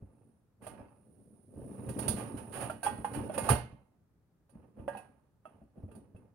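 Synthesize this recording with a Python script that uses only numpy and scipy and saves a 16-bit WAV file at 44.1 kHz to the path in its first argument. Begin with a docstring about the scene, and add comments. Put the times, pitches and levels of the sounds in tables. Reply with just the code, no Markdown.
"""A wire dishwasher rack full of pans is pushed along its rails by hand, close to the microphone.
Wheel rumble and wire sizzle are shaped noise; pans chatter, slip and knock through ringing modes.
Jolts thump as short decaying tones, with a boom of noise; a few light knocks follow the push.
A decaying noise tail is the steel tub's ring, and a faint coloured noise is the quiet kitchen.
The left microphone port is shaded and the right one has a sharp treble resonance."""
import sys
import numpy as np
from scipy import signal
from scipy.fft import rfft, irfft, next_fast_len
from scipy.io import wavfile

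SR = 44100
rng = np.random.default_rng(int(sys.argv[2]) if len(sys.argv) > 2 else 0)


def waveform_to_disk(signal):
    """Save audio, clipped to [-1, 1], as 16-bit WAV at the path in sys.argv[1]."""
    frames = np.transpose(np.atleast_2d(signal))
    scaled = np.clip(frames, -1, 1) * 32767
    samples = np.round(scaled).astype(np.int16)
    wavfile.write(sys.argv[1], SR, samples)


N = 279813
CLOCK = np.arange(N) / SR  # seconds through the scene
T = np.arange(SR // 2) / SR  # seconds after a blow

# Pans striking. Each row: start in seconds, strength in dB, clunk pitch in Hz,
# hardness in dB (high on bare wire, low on another pan).
KNOCKS = [(.666, -40.5, 622, -4.5), (1.56, -56, 440, -25), (1.889, -43, 536, 1.5), (1.988, -42, 649, 9),
          (2.08, -39.5, 602, 16.5), (2.699, -34, 618, -10.5), (2.83, -39.5, 706, 6),
          (2.864, -23.5, 830, -17.5), (3.045, -27, 829, -17.5), (3.297, -34, 620, -30),
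          (3.378, -28, 530, -3), (3.479, -36, 700, -9), (3.489, -24.5, 848, 2), (3.501, -28, 851, -9),
          (3.554, -40.5, 604, -14.5), (4.494, -68.5, 562, 4.5), (4.79, -52.5, 481, -23.5),
          (4.879, -29.5, 568, -24), (4.949, -40.5, 801, -26.5), (4.97, -45.5, 756, -5.5),
          (5.454, -47.5, 627, -21), (5.616, -62, 648, -27), (5.756, -66, 577, -27.5),
          (5.779, -57, 619, -41.5), (5.887, -55.5, 595, -32.5), (5.913, -55.5, 443, -7),
          (5.951, -60.5, 606, 4), (6.149, -59, 443, -25), (6.162, -62, 462, -9.5)]
# What the pans ring with. Each row: pitch in Hz, relative level in dB, time to fall 60 dB in seconds.
PANS = [(481.2, -6, 0.25), (610, -3.5, 0.15), (694.6, -2.5, 0.11), (825, 1.5, 0.099), (903, 1, 0.18),
        (960.7, -1, 0.11), (1189, -2.5, 0.18), (1310, -13.5, 0.46), (1400, 2, 0.029), (1453, -10, 0.29),
        (1570, -4.5, 0.15), (1700, -12, 0.23), (1846, -10.5, 0.073), (1903, -14, 0.32), (2130, -21.5, 0.46),
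        (2466, -16, 0.21), (2610, -9, 0.12), (2740, -15, 0.16), (2930, -14.5, 0.18), (3296, -13.5, 0.11)]
# Colour of hard contacts between pans. Each row: frequency in Hz, relative level in dB per Hz.
CRACK = [(200, -8.5), (500, 7), (1200, -2.5), (1700, -2.5), (2150, -9), (2900, -4.5), (3900, -26.5),
         (7000, -34.5), (12000, -37.5)]
# How alike the two channels are. Each row: frequency in Hz, likeness from 0 to 1.
LIKENESS = [(100, 0.88), (300, 0.72), (700, 0.63), (1500, 0.27), (4000, 0.04), (12000, 0.24)]


def amp(db):
    """Decibels to gain."""
    return 10 ** (np.asarray(db) / 20)


def unit(x):
    """Scale to rms 1."""
    return x / np.sqrt(np.mean(x ** 2) + 1e-20)


def along(points, hz):
    """Read a curve of (Hz, value) points on a log frequency axis."""
    f, v = np.transpose(points)
    return np.interp(np.log(hz + 1), np.log(f), v)


def filtered(x, response):
    """Multiply the spectrum of x by a response of frequency."""
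    n = x.shape[-1]
    padded = next_fast_len(n + 8192, real=True)
    spectrum = rfft(x, padded) * response(np.fft.rfftfreq(padded, 1 / SR))
    return irfft(spectrum, padded)[..., :n]


def through(x, ring):
    """Pass a stereo sound through an impulse response scaled to keep the power of white noise."""
    ring = np.atleast_2d(ring)
    ring = unit(ring) / np.sqrt(ring.shape[1])
    return signal.oaconvolve(x.astype(np.float32), ring.astype(np.float32), axes=1)[:, :N]


def coloured(x, colour, size=8192):
    """Give x a spectrum by a minimum-phase filter, which puts no sound ahead of its attacks."""
    log_gain = np.log(amp(along(colour, np.fft.rfftfreq(size, 1 / SR))))
    cepstrum = irfft(log_gain)
    causal = 2 * cepstrum[:size // 2]
    return through(x, irfft(np.exp(rfft(causal, size))))


def noise(size):
    """White stereo noise, alike in the bass and much less so in the treble."""
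    def mid_side(hz):
        turn = np.arccos(np.clip(along(LIKENESS, hz), 0, 1)) / 2
        return np.array([np.cos(turn), np.sin(turn)])
    mid, side = filtered(rng.standard_normal((2, size)), mid_side)
    return np.array([mid + side, mid - side])


def ringing(hz, db, t60):
    """Decaying modes; the less alike the ports are at a pitch, the further apart its phases there."""
    apart = np.arccos(np.clip(along(LIKENESS, hz), 0, 1)) * rng.choice([-.5, .5], len(hz))
    phase = np.pi * rng.integers(2, size=len(hz)) + np.array([apart, -apart])
    turn = np.outer(2 * np.pi * hz, T).astype(np.float32)
    fade = np.exp(np.outer(-np.log(1000) / t60, T).astype(np.float32))
    modes = (amp(db) * np.cos(phase)) @ (fade * np.sin(turn))
    modes += (amp(db) * np.sin(phase)) @ (fade * np.cos(turn))
    return modes * (1 - np.exp(-T / 0.0004))  # soften the onset


def add(track, s, sound):
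    """Mix a sound in at time s."""
    part = track[..., max(round(s * SR), 0):][..., :len(T)]
    part += sound[..., :part.shape[-1]]


def bursts(times, levels_db, shape):
    """Power over time of blows that share one amplitude envelope."""
    power = np.zeros(N)
    for s, db in zip(times, levels_db):
        add(power, s, (amp(db) * shape) ** 2)
    return power


def trembling(drive, rate, spread_db, t60):
    """Power over time of random tiny impacts, rate a second, that follow the driving power."""
    happens = rng.random(N) < rate / SR
    blows = happens * amp(spread_db * np.clip(rng.standard_normal(N), -2, 2)) ** 2
    power = signal.lfilter([1], [1, -amp(-120 / (t60 * SR))], blows)
    return power / power.mean() * drive


def kitchen():
    """The quiet room is a steady faint noise, strongest in the bass."""
    # Each row: frequency in Hz, relative level in dB per Hz.
    room_colour = [(20, -21), (60, -1), (120, 3.5), (300, -9), (600, -18), (1000, -23), (1500, -26),
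                   (3000, -40.5), (8000, -52)]
    return amp(-70.5) * coloured(noise(N), room_colour)


def held(start, end, release_db_per_s):
    """Gain of a motion that sets in, holds from start to end and dies away."""
    onset_db_per_s = 597.5
    rise_db = -onset_db_per_s * np.maximum(start - CLOCK, 0)
    return amp(rise_db - release_db_per_s * np.maximum(CLOCK - end, 0))


def motion():
    """Power over time of rumble, chatter and sizzle: the push, the rocking of the load and the grip."""
    # The push, slow at first and then in surges.
    # Each row: time in seconds, wheel rumble in dB, load chatter in dB.
    surges = [(0.898, -71.5, -89), (1.15, -61.5, -80), (1.5, -61, -79), (1.58, -45, -66), (1.799, -46, -58),
              (2.01, -36, -49.5), (2.17, -41.5, -46.5), (2.33, -46.5, -54.5), (2.46, -51.5, -58),
              (2.64, -42, -47), (2.8, -56, -66.5), (2.921, -46.5, -53), (3.07, -51.5, -55),
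              (3.18, -39, -46.5), (3.299, -42.5, -53.5), (3.48, -42.5, -42.5)]
    # The load rocking when the rack is gripped, stopped or nudged.
    # Each row: start in seconds, hold in seconds, rumble in dB, chatter in dB.
    shakes = [(-0, 0.26, -66, -76), (0.623, .19, -54.5, -58.5), (3.53, 0.041, -51, -52.5),
              (4.546, 0.053, -57, -68), (4.773, .04, -51, -63.5), (4.92, 0.037, -56, -55),
              (5.464, 0.022, -59, -64), (5.771, 0.21, -54, -69.5), (6.153, 0.059, -63, -72)]
    stop_db_per_s, settle_db_per_s = 247.5, 81.5  # the wheels stop, the load settles
    shake_sizzle_db = -30.5  # the wires, relative to the rocking pans
    rest_rumble_db, rest_chatter_db = -86, -94.5  # the load is never quite still
    grip_s, grip_width_s, grip_db = 0.22, 0.13, -95.5  # a faint hiss as the hand takes hold

    s, rumble_db, chatter_db = np.transpose(surges)
    sizzle_db = -68.5 + 0.58 * (chatter_db + 48)  # dB of sizzle grow more slowly than dB of chatter
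    push = amp([np.interp(CLOCK, s, db) for db in (rumble_db, chatter_db, sizzle_db)])
    power = (push * held(s[0], s[-1], stop_db_per_s)) ** 2
    for start, hold, low_db, pan_db in shakes:
        levels = amp([low_db, pan_db, pan_db + shake_sizzle_db])
        power += np.outer(levels, held(start, start + hold, settle_db_per_s)) ** 2
    grip = amp(grip_db) * np.exp(-((CLOCK - grip_s) / grip_width_s) ** 2 / 2)
    rumble = power[0] + amp(rest_rumble_db) ** 2
    rattle = power[1] + amp(rest_chatter_db) ** 2
    return rumble, rattle, power[2] + grip ** 2


def wheels(drive):
    """The wheels bump along the rails and shake the heavy rack: low noise in many tiny bumps."""
    # Each row: frequency in Hz, relative level in dB per Hz.
    rumble_colour = [(20, -58), (45, -32), (70, -7), (115, 1), (160, -7.5), (200, -2), (275, -3),
                     (370, -10.5), (500, -9.5), (800, -29), (2000, -61.5)]
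    bumps = trembling(drive, rate=300, spread_db=2.5, t60=0.045)
    return coloured(noise(N) * np.sqrt(bumps), rumble_colour)


def chatter(drive):
    """Pans tremble and slip against each other, feeding their own modes."""
    # Each row: frequency in Hz, relative level in dB per Hz.
    chatter_colour = [(200, -30), (420, -4.5), (580, 6), (750, 0.5), (1020, 0), (1400, -8), (1900, -16),
                      (2200, -18), (2700, -16), (3500, -33.5), (5000, -39), (8000, -46)]
    power = trembling(drive, rate=150, spread_db=0.5, t60=0.031)
    power += amp(-3.5) ** 2 * slips(length=1.0)
    rub = coloured(noise(N) * np.sqrt(power), chatter_colour)
    rub += coloured(noise(N) * np.sqrt(slips(length=0.7)), CRACK)
    return amp(-3.5) * rub + amp(-25) * through(rub, ringing(*np.transpose(PANS)))


def clinks(drive, low_hz=1000, high_hz=5200, crowding=0.37, count=200):
    """Cutlery and rims touch at random, more often the harder the load trembles, each with its pitches."""
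    largest_db, t60 = -6.5, 0.055  # level relative to the chatter drive; ring in seconds
    out = np.zeros((2, N))
    odds = np.cumsum(drive ** crowding)
    for when, pitch, size, second, third in rng.random((count, 5)):
        at = np.searchsorted(odds, when * odds[-1])
        hz = low_hz * (high_hz / low_hz) ** pitch
        db = largest_db - 14 * size - 9 * pitch  # higher clinks are weaker
        ratios = np.array([1, 1.4 + 0.72 * second, 1.7 + 0.7 * third])
        partials = ringing(hz * ratios, db - np.array([0, 3.5, 7]), np.full(3, t60))
        add(out, at / SR, np.sqrt(drive[at]) * partials)
    return out


def wires(drive):
    """Rolling, slips and knocks set the thin wires sizzling: bright noise, partly through their modes."""
    # The thin wires' modes. Each row: pitch in Hz, relative level in dB.
    wire_modes = [(3682, -7.5), (4081, 2.5), (4468, 1.5), (4600, -4.5), (4900, -11.5), (5190, -6.5),
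                  (5580, -4.5), (6072, 0.5), (7200, 2.5), (9371, -10), (9710, -10.5), (10220, -3.5),
                  (11050, 11.5), (12109, -4)]
    # The wires while rolling, then when struck. Each row: frequency in Hz, relative level in dB per Hz.
    rolling_colour = [(1000, -31), (3000, -12), (5200, -10), (7000, -11.5), (9300, 3), (11000, -6),
                      (15800, -11)]
    struck_colour = [(1000, -26), (3000, -6), (4600, -1.5), (5700, -8), (6900, -3), (9000, 4),
                     (11000, -3.5), (13000, -5), (15800, -10.5)]
    times, strength_db, _, hard_db = np.transpose(KNOCKS)
    rolling = noise(N) * np.sqrt(trembling(drive, rate=990, spread_db=2, t60=0.04))
    tick = amp(-60 * T / 0.1) * (1 - np.exp(-T / 0.0026))
    power = bursts(times, strength_db + hard_db - 10, tick)
    power += amp(-14) ** 2 * slips(length=0.6)
    struck = noise(N) * np.sqrt(power)
    hz, db = np.transpose(wire_modes)
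    modes = ringing(hz, db, np.full(len(hz), 0.2))
    sizzle = coloured(rolling, rolling_colour) + amp(1.5) * coloured(struck, struck_colour)
    return sizzle + through(amp(-18) * rolling + amp(-19) * struck, modes)


def clunk(hz, hold, ring_db):
    """A hollow tone with two side modes, choked when the pan settles and leaving a faint ring."""
    ratios, levels_db = np.array([0.57, 1, 1.245]), np.array([-19, 0, -11])
    tone = ringing(hz * ratios, levels_db, np.array([0.1, 0.25, 0.2]))
    choke = np.exp(-T / 0.06 - (T / hold) ** 6)
    return tone * (choke + amp(ring_db))


def jolts(cycles=9):
    """The loaded rack thumps on its rails for a few cycles, the tub booms and a pan hops."""
    # The rack jolting on its rails. Each row: start in seconds, thump level in dB, pitch in Hz.
    thumps = [(0.022, -36.5, 99), (0.802, -38.5, 250), (1.559, -38.5, 112.6), (1.619, -33.5, 126),
              (1.885, -31.5, 118), (2.09, -24, 109), (2.147, -31, 104), (2.343, -26.5, 268),
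              (2.985, -30, 210.4), (3.175, -21, 281), (3.417, -29.5, 214), (3.502, -14.5, 116),
              (3.511, -18.5, 125.2), (3.515, -15.5, 219.3), (3.728, -39.5, 116.8), (4.554, -40.5, 188),
              (4.79, -35, 119.6), (4.819, -37.5, 253), (5.616, -43, 205.4), (5.778, -41, 160.7),
              (5.835, -33, 98.2), (6.146, -39.5, 100.3)]
    # The tub's boom. Each row: frequency in Hz, relative level in dB per Hz.
    boom_colour = [(20, -28), (40, -11.5), (62, 3), (80, 1), (125, -1), (220, -1.5), (320, -7), (500, -19),
                   (1000, -43), (2000, -69)]
    hop_db, hop_growth = -58, 0.55  # clunk after an average jolt; dB more per dB of jolt
    hop_hz, hop_spread = 600, 0.11  # pitch of that clunk; its scatter in octaves

    times, levels_db, _ = np.transpose(thumps)
    boom = bursts(times, levels_db - 10.5, amp(-60 * T / 0.15))
    out = coloured(noise(N) * np.sqrt(boom), boom_colour)
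    for s, db, hz in thumps:
        envelope = amp(-60 * T * hz / cycles) * (1 - np.exp(-T / 0.002))
        add(out, s, amp(db) * np.sin(2 * np.pi * hz * T) * envelope)
        pitch = hop_hz * 2 ** (hop_spread * rng.standard_normal())
        hop = clunk(pitch, hold=0.019, ring_db=-21)
        add(out, s, amp(hop_db + hop_growth * (db - levels_db.mean())) * hop)
    return out


def tub(x):
    """The steel tub's dense ring is a noise tail that lasts longest in the bass."""
    # Each row: frequency in Hz, time to fall 60 dB in seconds.
    tub_decay = [(80, 0.46), (300, 0.19), (900, 0.31), (3000, 0.39), (10000, 0.23)]
    hz, t, z = signal.stft(noise(len(T)), SR, nperseg=256)
    fading = z * amp(-60 * t / along(tub_decay, hz)[:, None])
    tail = signal.istft(fading, SR, nperseg=256)[1][:, :len(T)]
    return through(x, tail * (1 - np.exp(-T / 0.0016)))


def slips(length):
    """Power over time of pans slipping: each grows and fades, over the given share of its rise time."""
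    # Pans slipping on the wires. Each row: start in seconds, strength in dB, full rise time in seconds.
    scrapes = [(0.617, -57, 0.042), (2.02, -46.5, .02), (2.158, -45, 0.039), (2.368, -47.5, 0.018),
               (2.518, -43.5, 0.056), (2.602, -40.5, .026), (2.84, -38.5, 0.018), (3.132, -43, 0.023),
               (3.337, -43.5, 0.014), (3.43, -43, 0.029), (3.495, -27, 0.016)]
    power = np.zeros(N)
    for s, db, rise in scrapes:
        age = T / (rise * length)
        add(power, s, (amp(db) * age * np.exp(1 - age)) ** 2)
    return power


def knocks():
    """A knock is a crack, a hollow clunk and the pans' clang; harder contacts crack and clang more."""
    clang_scatter_db = 3  # each mode's level varies from knock to knock
    times, strength_db, pitch, hard_db = np.transpose(KNOCKS)
    cracks_db = strength_db - 9.5 + hard_db
    clangs_db = strength_db - 3.5 + 0.35 * hard_db
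    power = bursts(times, cracks_db, amp(-60 * T / 0.0023))
    clash = amp(-60 * T / 0.039) * (1 - np.exp(-T / 0.0052))
    power += bursts(times, clangs_db + 5, clash)  # the clang's noise
    out = coloured(noise(N) * np.sqrt(power), CRACK)
    hz, db, t60 = np.transpose(PANS)
    for s, clunk_db, clunk_hz, clang_db in zip(times, strength_db, pitch, clangs_db):
        add(out, s, amp(clunk_db + 1.5) * clunk(clunk_hz, hold=0.016, ring_db=-19.5))
        modes_db = db + clang_scatter_db * rng.standard_normal(len(hz))
        add(out, s, amp(clang_db - 8) * ringing(hz, modes_db, t60))
    return out


def pings():
    """A lid or rim left singing by a knock is one decaying mode."""
    # Each row: start in seconds, pitch in Hz, level in dB, time to fall 60 dB in seconds.
    singing = [(2.698, 1380, -33.5, .078), (2.831, 1567, -37, .35), (2.839, 8900, -47, 0.23),
               (3.491, 1197, -19.5, 0.045), (3.494, 2120, -44.5, 0.47), (4.884, 1636, -45.5, 0.42),
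               (4.884, 1770, -55, 0.26), (4.971, 2610, -51, 0.15), (5.454, 1276, -44.5, 0.091),
               (5.455, 2660, -62, 0.13), (5.95, 4700, -76.5, 0.1), (5.915, 2710, -69, 0.1),
               (6.163, 2640, -64.5, .09)]
    out = np.zeros((2, N))
    for s, hz, db, t60 in singing:
        add(out, s, ringing(np.array([hz]), np.array([db]), np.array([t60])))
    return out


def scene():
    """The rack, off to the right of the microphone, in a quiet kitchen."""
    # Shading of the left port. Each row: frequency in Hz, left minus right in dB.
    shading = [(120, -0.8), (300, 0), (600, -6), (1200, -6), (2500, -9), (6000, -15.5), (9000, -10.5),
               (10800, -2.5), (13000, -5), (15500, -10.5)]
    on_wheels, on_pans, on_wires = motion()
    low = wheels(on_wheels) + jolts()
    rattle = chatter(on_pans) + clinks(on_pans)
    sizzle = wires(on_wires)
    hits = knocks()
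    into_tub = amp(-10) * low + amp(-4.5) * rattle + amp(-4) * sizzle + amp(-7.5) * hits
    rack = low + rattle + sizzle + hits + pings() + tub(into_tub)

    def ports(hz):
        left = amp(along(shading, hz))
        return np.array([left, np.ones_like(left)]) * 2 / (1 + left)  # the two gains average 1
    return filtered(rack, ports) + kitchen()


def record(dry, port_hz=9500, port_width_hz=850, port_db=17, skirt_hz=2800, hiss_db=-90):
    """The right port's resonance, faint hiss and the band limit."""
    top_hz = 15850

    def port(f):
        peak = f * f * (port_width_hz / port_hz) / (f * f - port_hz ** 2 - 1j * f * port_width_hz)
        return 1 + amp(port_db) * peak * np.exp(-((f - port_hz) / skirt_hz) ** 2)
    heard = np.array([dry[0], filtered(dry[1], port)])
    hiss = amp(hiss_db) * rng.standard_normal((2, N))
    return filtered(heard + hiss, lambda f: f < top_hz)


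dry = scene()
out = record(dry)
waveform_to_disk(out)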